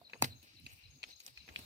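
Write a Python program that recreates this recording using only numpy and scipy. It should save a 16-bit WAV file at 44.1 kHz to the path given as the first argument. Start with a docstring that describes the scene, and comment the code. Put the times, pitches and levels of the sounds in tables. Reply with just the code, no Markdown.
"""First come a faint snap of foil and a bird's two-note call, which goes on repeating.
Outdoors, fingers peel a foil seal off a plastic jar: it creaks, lets go with a pop and is crumpled with small snaps.
Foil and jar are ringing modes with short hisses, over a rustle made of tiny random crackles.
The bird is gliding whistles with a diffuse trail, and an insect is a rising tone roughened by noise.
Far chatter, a low rumble (wind, and the pop's deep thump) and the outdoor hiss are shaped noise bands."""
import sys
import numpy as np
from scipy import signal
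from scipy.fft import rfft, irfft
from scipy.io import wavfile

SR = 44100
rng = np.random.default_rng(int(sys.argv[2]) if len(sys.argv) > 2 else 0)


def dump(signal):
    """Clip the signal to [-1, 1] and save it as 16-bit WAV at the path in sys.argv[1]."""
    limited = np.clip(np.atleast_2d(signal).T, -1, 1)
    pcm = np.round(limited * 32767).astype(np.int16)
    wavfile.write(sys.argv[1], SR, pcm)


N = 72765  # length of the scene in samples


def amp(db):
    """Turn dB into a gain."""
    return 10 ** (np.asarray(db) / 20)


def rms_one(x):
    """Scale a sound to an rms of 1."""
    return x / np.sqrt(np.mean(x ** 2) + 1e-20)


def in_time(rows):
    """Draw straight lines through the rows of a table: one curve per column, one value per sample."""
    seconds, *columns = np.transpose(rows)
    return [np.interp(np.arange(N) / SR, seconds, column) for column in columns]


def at_hz(points, hz):
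    """Read a spectrum table at any frequency, along a logarithmic pitch scale."""
    table_hz, values = np.transpose(points)
    return np.interp(np.log(hz), np.log(table_hz), values)


def drift(rate_hz):
    """Slow random wandering with a spread of 1: smoothed noise, made at every 40th sample."""
    r = np.exp(-2 * np.pi * rate_hz * 40 / SR)
    noise = rng.standard_normal(N // 40 + 2002)
    slow = signal.lfilter([1], [1, -2 * r, r * r], noise)[2000:]  # skip the filter's start
    return np.interp(np.arange(N) / 40, np.arange(len(slow)), rms_one(slow))


def band(x, low_hz, high_hz):
    """Keep only the sound between two frequencies."""
    sos = signal.butter(2, [low_hz, min(high_hz, .45 * SR)], "band", fs=SR, output="sos")
    return signal.sosfilt(sos, x)


def coloured(x, spectrum):
    """Shape a sound by a spectrum table, then scale to an rms of 1."""
    hz = np.arange(N // 2 + 1) * SR / N + 1  # 1 Hz up, to avoid the log of zero
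    return rms_one(irfft(rfft(x) * amp(at_hz(spectrum, hz)), N))


def ports(x, left_db, lag_ms):
    """Two microphones: the left one is left_db stronger and hears lag_ms later."""
    n = np.arange(len(x))
    left = np.interp(n - lag_ms * SR / 1000, n, x)
    return np.array([amp(left_db / 2) * left, amp(-left_db / 2) * x])


def glide(from_hz, to_hz, path):
    """A sine tone whose pitch moves from one frequency to another as path goes from 0 to 1."""
    return np.sin(2 * np.pi * np.cumsum(from_hz + (to_hz - from_hz) * path) / SR)


# The snaps of the foil. Each row: start in seconds, relative level in dB, eleven tone colour values in dB
# (one for each frequency in COLOUR_HZ), left over right in dB, lag of the left ear in ms,
# rise time in ms, stretch of the ringing (a factor), level of the after-hiss in dB against the ring.
FOIL_SNAPS = [(0.014, -45.5, -57, -29, 2.5, -19.5, -58.5, -44, -48, -31, -36, -43, -43, -4, 0.6, 0.26, 1.7, -41),
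              (0.096, -58.5, -42, -2, 2, -16, -6, -5, -2, -13, -22, -31, -35, 3.5, 0.57, 0.3, 1.5, -10),
              (0.132, -34.5, -32.5, 11.5, -17, -29, 5, -16.5, -23, -19.5, -32, -36, -50, 3.5, 0.5, 0.21, 1.17, -22),
              (0.142, -42.5, -20.5, 17, -18, -13, -5, -34, -31, -24, -24, -41, -43, 3, 0.57, 0.19, 1.8, -30),
              (0.153, -47, -38, 19, -3, -10, -20, -33, -45, -29, -31, -28, -41, -2, 0.85, 0.3, 1.7, -9),
              (0.222, -9, -9, -24.5, -50, -10, -11, -28, -58, -21, -7, -38, -13, 1.5, 0.5508, 0.26, 1.139, -22.5),
              (0.242, -26, -10, -23, -33, -24, 1.5, -23.5, -29, -14, -40, -11, -18.5, -2, 0.5, 0.3, 1.05, -8.5),
              (0.254, -42.5, 0, -27.5, -21.5, -22.5, -1, -23.5, -22.5, -10.5, -43, -20.5, -11, 5.5, 0.66, 0.39, 1.4, -23.5),
              (0.427, -48.5, -5, -31, -18, -34, -20, -24.5, -17, -21, -14, -44, -12, 5, 0.44, 0.54, 0.69, -5.5),
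              (0.598, -67.5, 13, -31, -29, -37, -23, -31, -21, -10, -10, -25, 3, -4, 0.55, 0.5, 1.05, -13),
              (0.663, -37, -12.5, -26, -17, -44.5, -16, -15.5, -22, -13.5, -27.5, -27, -22, 1, 0.48, 0.29, 0.99, -14),
              (1.029, -38, -29, -28, -43.5, -21.5, -23.5, -15.5, -6, -9, -14.5, -33.5, -38.5, 9.5, 0.52, 0.47, 0.57, -18),
              (1.037, -30.5, -53.5, -37.5, -21, -28, 2.5, -14.5, -5, -30, -25, -20, -33, -4, 0.46, 0.5, 0.35, -20),
              (1.201, -44.5, -43, -36, -46, -33, -33, -23.5, -10.5, -10.5, -1, -8, -13.5, 2, 0.544, 0.23, 1.45, -16),
              (1.263, -38, -43.5, -47, -49, -27.5, -45.5, -44.5, -17, -27.5, 3, 1, -13, 10, 0.55, 0.14, 0.64, -14.5),
              (1.277, -43, -25.5, -32, -28, -22, -31.5, -29.5, -9, -14, -10, -12.5, -13.5, -4, 0.58, 0.26, 1.37, -12),
              (1.373, -41.5, -42, -40, -45.5, -44.5, -9.5, -12, -22.5, -14.5, -23.5, -30.5, -23.5, 2, 0.56, 0.23, 1.54, -13),
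              (1.478, -51, -21, 21.5, 2, -24, 8, -14, -35.5, -31.5, -20, -39.5, -35, 0.5, 0.37, 0.26, 0.87, -13),
              (1.487, -41, -8, -26, -6, -43.5, 5, -19, -29.5, -25, -28, -41, -36, 7, 0.55, 0.36, 0.86, -6.5),
              (1.559, -28.5, -24.5, -24.5, -29, -33.5, -22.5, -12.5, -3, -22, -36, -15.5, -29.5, 4, 0.56, 0.3, 0.5, -23.5),
              (1.589, -42.5, 3, -17, -27, -16, -7, -22.5, -30.5, -20, -31, -1.5, -5.5, -2, 0.46, 0.14, 0.76, -12.5)]
# The frequencies in Hz that the eleven colour values belong to.
COLOUR_HZ = [200, 480, 650, 900, 1850, 2500, 3100, 4200, 6000, 7600, 10000]
# The tones at which foil and jar ring. Each row: frequency in Hz, relative level in dB,
# time to fade by 60 dB in seconds, before the snap's stretch.
FOIL_AND_JAR_MODES = [(127.4, -22, 0.14), (255, -4, 0.036), (491.2, -20, 0.00823), (701, -7.5, 0.031),
                      (854, 10, 0.0053), (1713, -8.5, 0.0088), (2019, -8, 0.016), (2553, 13, 0.018),
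                      (3137, 2.5, .008), (4016, 8, 0.011), (4560, 4.5, 0.022), (6020, -4.5, .004),
                      (6270, -4.5, 0.0026), (7650, -4, .004), (9600, -1, 0.0023), (10220, 4, 0.004),
                      (11870, 3.5, 0.0041), (12300, -4, .003), (14200, -3, .003), (15400, -4.5, .003)]
SNAP_DB, SCATTER_DB = 3.5, 7.06  # lift of all snaps; each mode is up to this much weaker, by chance
ONSET_S, SPREAD_S = .0008, .00022  # wait before the ring; extra random wait of each mode, at most
RISE_CYCLES, DETUNE = .22, .04  # extra rise in cycles of the mode; full width of the random detuning
BASS_LAG_SHARE = .22  # below 1200 Hz the left ear lags by only this share
TAIL_T60_S, TAIL_TOP_T60_S = .047, .025  # fade of the hiss by 60 dB: below 6000 Hz, and from there up


def snaps():
    """Each snap sets the modes ringing with a quick rise; a dying hiss around each mode goes with it."""
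    out, t = np.zeros((2, N + SR)), np.arange(SR // 8) / SR
    for start, db, *colour, left_db, lag_ms, rise_ms, stretch, tail_db in FOIL_SNAPS:
        i = int(start * SR)
        hiss = rng.standard_normal((2, len(t)))
        sides = amp([[left_db / 2], [-left_db / 2]])
        for hz, mode_db, t60 in FOIL_AND_JAR_MODES:
            chance, wait, tune = rng.random(3)
            colour_db = np.interp(np.log(hz), np.log(COLOUR_HZ), colour)
            gain = amp(db + SNAP_DB + mode_db + colour_db + SCATTER_DB * (chance - 1))

            # time since the mode began, for the left and the right ear
            lag = lag_ms / 1000 * (BASS_LAG_SHARE if hz < 1200 else 1)
            late = np.maximum(t - ONSET_S - SPREAD_S * wait - [[lag], [0]], 0)

            rise = (1 - np.exp(-late / (rise_ms / 1000 + RISE_CYCLES / hz))) ** 2
            shape = rise * amp(-60 * late / (t60 * stretch))
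            tone = np.sin(2 * np.pi * hz * (1 + DETUNE * (tune - .5)) * late)
            ring = shape / shape.max() * tone * sides

            tail_t60 = TAIL_T60_S if hz < 6000 else TAIL_TOP_T60_S
            fade = amp(tail_db - 60 * late / tail_t60) * (1 - np.exp(-late / .0024))
            tail = rms_one(band(hiss, hz * .76, hz * 1.4)) * fade
            # part of the left hiss is shared by both ears
            out[:, i:i + len(t)] += gain * (ring + 1.1 * tail + .5 * tail[0])
    return out[:, :N]


# The foil being rubbed and bent. Each row: time in seconds, level in dB, lift of the bass in dB,
# lift of the treble in dB (a negative lift weakens it).
RUSTLE_COURSE = [(0, -84.5, 23, 17), (.09, -80.5, 19, 6), (.15, -74, 17, -23), (.2, -96, 34.5, -17),
                 (.222, -56, 14, 30), (.238, -39, 12.5, -1), (.245, -33, 3, 2), (.252, -51, 10, 12.5),
                 (.29, -57.5, 4.5, 4.5), (.35, -83, 26.5, 12), (.42, -77, 4.5, 7.5), (.43, -70.5, 4.5, 10),
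                 (.445, -64, 8, 9), (.5, -67.5, -1, -11), (.65, -77.5, 2, 16.5), (.675, -71, 7.5, 7.5),
                 (.72, -61.5, 1, 8.5), (.735, -61, -7, 14.5), (.75, -81, 12, 23), (.79, -71.5, 3, 15),
                 (.82, -68, -5, -8), (1.02, -93.5, 27.5, 19), (1.09, -57, 2.5, 2), (1.15, -70, 2.5, 1.5),
                 (1.19, -93, 1, 10), (1.203, -62.5, -6, 17), (1.215, -67.5, -4.5, 4),
                 (1.235, -67.5, -0.5, 15), (1.28, -58.5, 2.5, 10.5), (1.33, -75, 2, 8),
                 (1.46, -73.5, 6, -11), (1.5, -70.5, 19.5, -9.5), (1.55, -63, 11, 5.5), (1.59, -52, 4, 2),
                 (1.65, -78.5, 21.5, 17)]
# The tone colour of the rustle. Each row: frequency in Hz, strength in dB per Hz.
RUSTLE_COLOUR = [(88, -22), (150, -16), (854, -18.5), (1210, -18.5), (2600, -10), (3620, -15.5),
                 (3920, -7.5), (6770, -22.5), (11700, -26), (16000, -21.5)]
GRAINS_PER_S, RUSTLE_LAG_MS, RUSTLE_TREBLE_HZ = 5300, .35, 8000


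def rustle():
    """Rubbed foil gives dense tiny crackles of uneven size, coloured like the foil."""
    db, bass_db, treble_db = in_time(RUSTLE_COURSE)
    size = amp(1.6 * np.minimum(rng.exponential(1, (2, N)), 5)) * rng.standard_normal((2, N))
    happens = rng.random((2, N)) < GRAINS_PER_S / SR
    near, wide = coloured(size * happens, RUSTLE_COLOUR)
    # the second set of crackles has opposite signs at the two ears, which sounds wide
    foil = ports(near, 2.8, RUSTLE_LAG_MS) + .5 * wide * [[1], [-1]]
    bass = (amp(bass_db) - 1) * band(foil, 76, 1100)
    treble = (amp(treble_db) - 1) * band(foil, RUSTLE_TREBLE_HZ, SR)
    return amp(db) * (foil + bass + treble)


# The bird's calls. Each row: start in seconds, relative level of the first note in dB, of the second in dB.
BIRD_CALLS = [(.040, -61, -58), (0.294, -61, -56), (0.557, -63.5, -61.5), (.827, -64.5, -61.5),
              (1.099, -60.5, -57), (1.375, -61, -59)]
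# The two notes of a call. Each row: start within the call in seconds, length in seconds,
# first pitch in Hz, last pitch in Hz.
CALL_NOTES = [(0, .021, 4684, 3694), (0.02, .02, 4247, 3928)]
BIRD_LEFT_DB, BIRD_LAG_MS = 6, .44  # left over right; lag of the left ear
BIRD_TRAIL_DB, BIRD_TRAIL_T60_S = -39.5, .5  # strength of the trail; its fade by 60 dB
WAVER = .25  # depth of the random trembling


def bird():
    """Each call is two falling, trembling whistles, with a diffuse trail of dying noise from the trees."""
    calls = np.zeros(N + SR)
    for call_start, *levels in BIRD_CALLS:
        for (start, length, from_hz, to_hz), db in zip(CALL_NOTES, levels):
            u = np.arange(int(length * SR)) / (length * SR)  # 0 to 1 through the note
            i = int((call_start + start) * SR)
            swell = np.sqrt(np.sin(np.pi * u ** 2))
            calls[i:i + len(u)] += amp(db + 5) * swell * glide(from_hz, to_hz, u)
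    calls = calls[:N] * (1 + WAVER * rms_one(band(rng.standard_normal(N), 40, 380)))

    t = np.arange(SR // 2) / SR
    trail = rng.standard_normal((2, len(t))) * amp(BIRD_TRAIL_DB - 60 * t / BIRD_TRAIL_T60_S)
    direct = ports(calls, BIRD_LEFT_DB, BIRD_LAG_MS)
    diffuse = signal.fftconvolve(ports(calls, BIRD_LEFT_DB, 0), trail, axes=1)[:, :N]
    return direct + diffuse


# The insect's bursts. Each row: start in seconds, length in seconds, first pitch in Hz, last pitch in Hz,
# relative level in dB.
INSECT_BURSTS = [(0.111, 0.073, 6420, 6560, -71), (0.347, 0.097, 6320, 6590, -71.5),
                 (0.632, 0.082, 6280, 6690, -72.5), (0.889, 0.19, 6400, 6560, -70),
                 (1.095, 0.055, 6140, 6260, -68.5), (1.154, 0.072, 6340, 6620, -68.5),
                 (1.408, 0.063, 6200, 6270, -78), (1.456, 0.08, 6400, 6520, -72)]
BUZZ_WIDTH_HZ, BUZZ_LEFT_DB = 120, 4  # top frequency of the roughening noise; left over right


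def insect():
    """Each burst is a rising tone whose strength is shaken by slow noise, so that it buzzes."""
    out = np.zeros((2, N + SR))
    lowpass = signal.butter(2, BUZZ_WIDTH_HZ, fs=SR, output="sos")
    rough = rms_one(signal.sosfilt(lowpass, rng.standard_normal((2, N))))
    for start, length, from_hz, to_hz, db in INSECT_BURSTS:
        u = np.arange(int(length * SR)) / (length * SR)  # 0 to 1 through the burst
        i = int(start * SR)
        edges = np.minimum(1, 10 * np.minimum(u, 1 - u))  # fade in and out
        out[:, i:i + len(u)] += amp(db + 3) * edges * glide(from_hz, to_hz, np.sqrt(u))
    return out[:, :N] * (.4 + rough) * amp([[BUZZ_LEFT_DB / 2], [-BUZZ_LEFT_DB / 2]])


# The far birds. Each row: time in seconds, relative level of the low band in dB, of the high band in dB.
CHATTER_COURSE = [(0, -87, -86), (.1, -81, -78), (.19, -70, -74.5), (.3, -75.5, -75), (.38, -80, -82),
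                  (.45, -70.5, -72), (.55, -72, -70), (.63, -68, -73), (.7, -64.5, -71), (.77, -73, -71),
                  (.81, -65.5, -72), (.9, -67.5, -74.5), (.96, -80.5, -71.5), (1.03, -71, -73.5),
                  (1.09, -78, -64), (1.18, -80, -71.5), (1.3, -86, -70), (1.39, -69, -66),
                  (1.47, -70.5, -68), (1.57, -67.5, -73.5), (1.65, -67.5, -74)]


def chatter():
    """Far birds blur into two fluttering bands of noise, stronger on the left."""
    low_db, high_db = in_time(CHATTER_COURSE)
    white = rng.standard_normal((2, 2, N))
    low = amp(low_db + 2 * drift(21)) * rms_one(band(white[0], 2284, 2900))
    high = amp(high_db + 2 * drift(27)) * rms_one(band(white[1], 3700, 5384))
    return (low + high) * amp([[3], [-3]])


# How alike the two ears are. Each row: frequency in Hz, likeness (0 is unrelated, 1 is the same).
EAR_LIKENESS = [(60, 0.6), (180, 0.97), (550, 0.92), (1650, 0.053), (4970, 0.062), (15000, 0.066)]
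# The balance of the two ears. Each row: frequency in Hz, left over right in dB.
EAR_BALANCE = [(60, 3.5), (110, -5.5), (200, -1.5), (380, -2), (700, -10), (1290, 0.5), (2380, 2),
               (4400, 4), (8120, -3), (15000, -2.5)]


def banded_noise(spectrum, patchy_db):
    """Third-octave bands of stereo noise, each with its own flicker, likeness and balance; rms 1."""
    out, edges = 0, 22 * 2 ** np.arange(0, 9.7, 1 / 3)
    white = rng.standard_normal((2, 2, N))
    for k, (low, high) in enumerate(zip(edges, edges[1:])):
        hz = np.sqrt(low * high)
        if spectrum[0][0] < hz < spectrum[-1][0]:
            mid, side = band(white[k % 2], low, high)  # neighbouring bands use different noise
            alike = at_hz(EAR_LIKENESS, hz)
            stereo = np.sqrt(1 + alike) * mid + np.sqrt(1 - alike) * side * [[1], [-1]]
            tilt_db = at_hz(EAR_BALANCE, hz) / 2 * np.array([[1], [-1]])
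            out = out + amp(at_hz(spectrum, hz) + patchy_db * drift(10.7) + tilt_db) * stereo
    return rms_one(out)


# Low rumble: light wind, and the deep thump of the pop at 0.224 s. Each row: time in seconds,
# level of the deep part in dB, level of the upper part in dB.
RUMBLE_COURSE = [(0.0, -77, -61.5), (0.054, -73, -81.5), (0.188, -97, -62), (0.224, -50, -47),
                 (0.242, -65.5, -54), (0.294, -74.5, -55.5), (0.326, -58, -50.5), (0.432, -99, -71.5),
                 (0.62, -74, -62), (0.648, -74, -53), (0.688, -80.5, -61.5), (0.738, -88, -62),
                 (0.808, -73.5, -78), (0.868, -63.5, -65.5), (1.038, -78, -68), (1.06, -62, -74),
                 (1.084, -70.5, -87), (1.198, -77.5, -72), (1.25, -90, -89.5), (1.286, -96.5, -70),
                 (1.382, -61, -69), (1.414, -72, -58.5), (1.516, -66.5, -75), (1.562, -83, -71),
                 (1.594, -63, -64.5), (1.65, -87, -56)]
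# The tone colour of the low rumble. Each row: frequency in Hz, strength in dB per Hz.
RUMBLE_COLOUR = [(12, -52), (20, -18), (32, -20), (66, -2), (113, 4), (193, -23), (258, -10.5), (353, -28),
                 (400, -33.5), (520, -52.5), (880, -120)]


def low_rumble():
    """Light wind and the pop's deep thump: low flickering noise, its deep and upper parts swelling apart."""
    deep_db, upper_db = in_time(RUMBLE_COURSE)
    rumble = banded_noise(RUMBLE_COLOUR, patchy_db=6.74)
    deep = amp(deep_db) * rms_one(band(rumble, 37, 88.6))
    upper = amp(upper_db) * rms_one(band(rumble, 61, 460))
    return deep + upper


# The tone colour of the outdoor hiss. Each row: frequency in Hz, strength in dB per Hz.
AIR_COLOUR = [(120, -32), (200, -17), (273, -7.5), (1400, -6.5), (2510, -7), (3190, -16.5), (4040, 2.5),
              (5420, -17), (6640, -7.5), (7140, -39.5), (7970, -12), (16000, -8)]
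# The course of the outdoor hiss; only its rise and fall counts. Each row: time in seconds, level in dB.
AIR_COURSE = [(0.0, -89.5), (0.058, -91), (0.26, -79.5), (0.444, -89), (0.694, -89), (1.328, -88),
              (1.52, -85), (1.616, -74.5), (1.65, -75)]
AIR_DB = -71.5  # average level


def air():
    """The outdoor hiss is wide flickering noise that slowly rises and falls about its average level."""
    course_db, = in_time(AIR_COURSE)
    return amp(AIR_DB + course_db - course_db.mean()) * banded_noise(AIR_COLOUR, patchy_db=3.1)


def scene():
    """Add all the sources together."""
    rumble = low_rumble()
    return snaps() + rustle() + bird() + insect() + chatter() + rumble + air()


CUTOFF_HZ = 16000


def record(dry):
    """The deep bass rolls off below 40 Hz, and the top is cut steeply just above the cutoff."""
    highpass = signal.butter(2, 40, "high", fs=SR, output="sos")
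    lowpass = signal.cheby2(12, 60, CUTOFF_HZ + 600, fs=SR, output="sos")  # 60 dB down 600 Hz higher
    return signal.sosfilt(lowpass, signal.sosfilt(highpass, dry))


dry = scene()
out = record(dry)
dump(out)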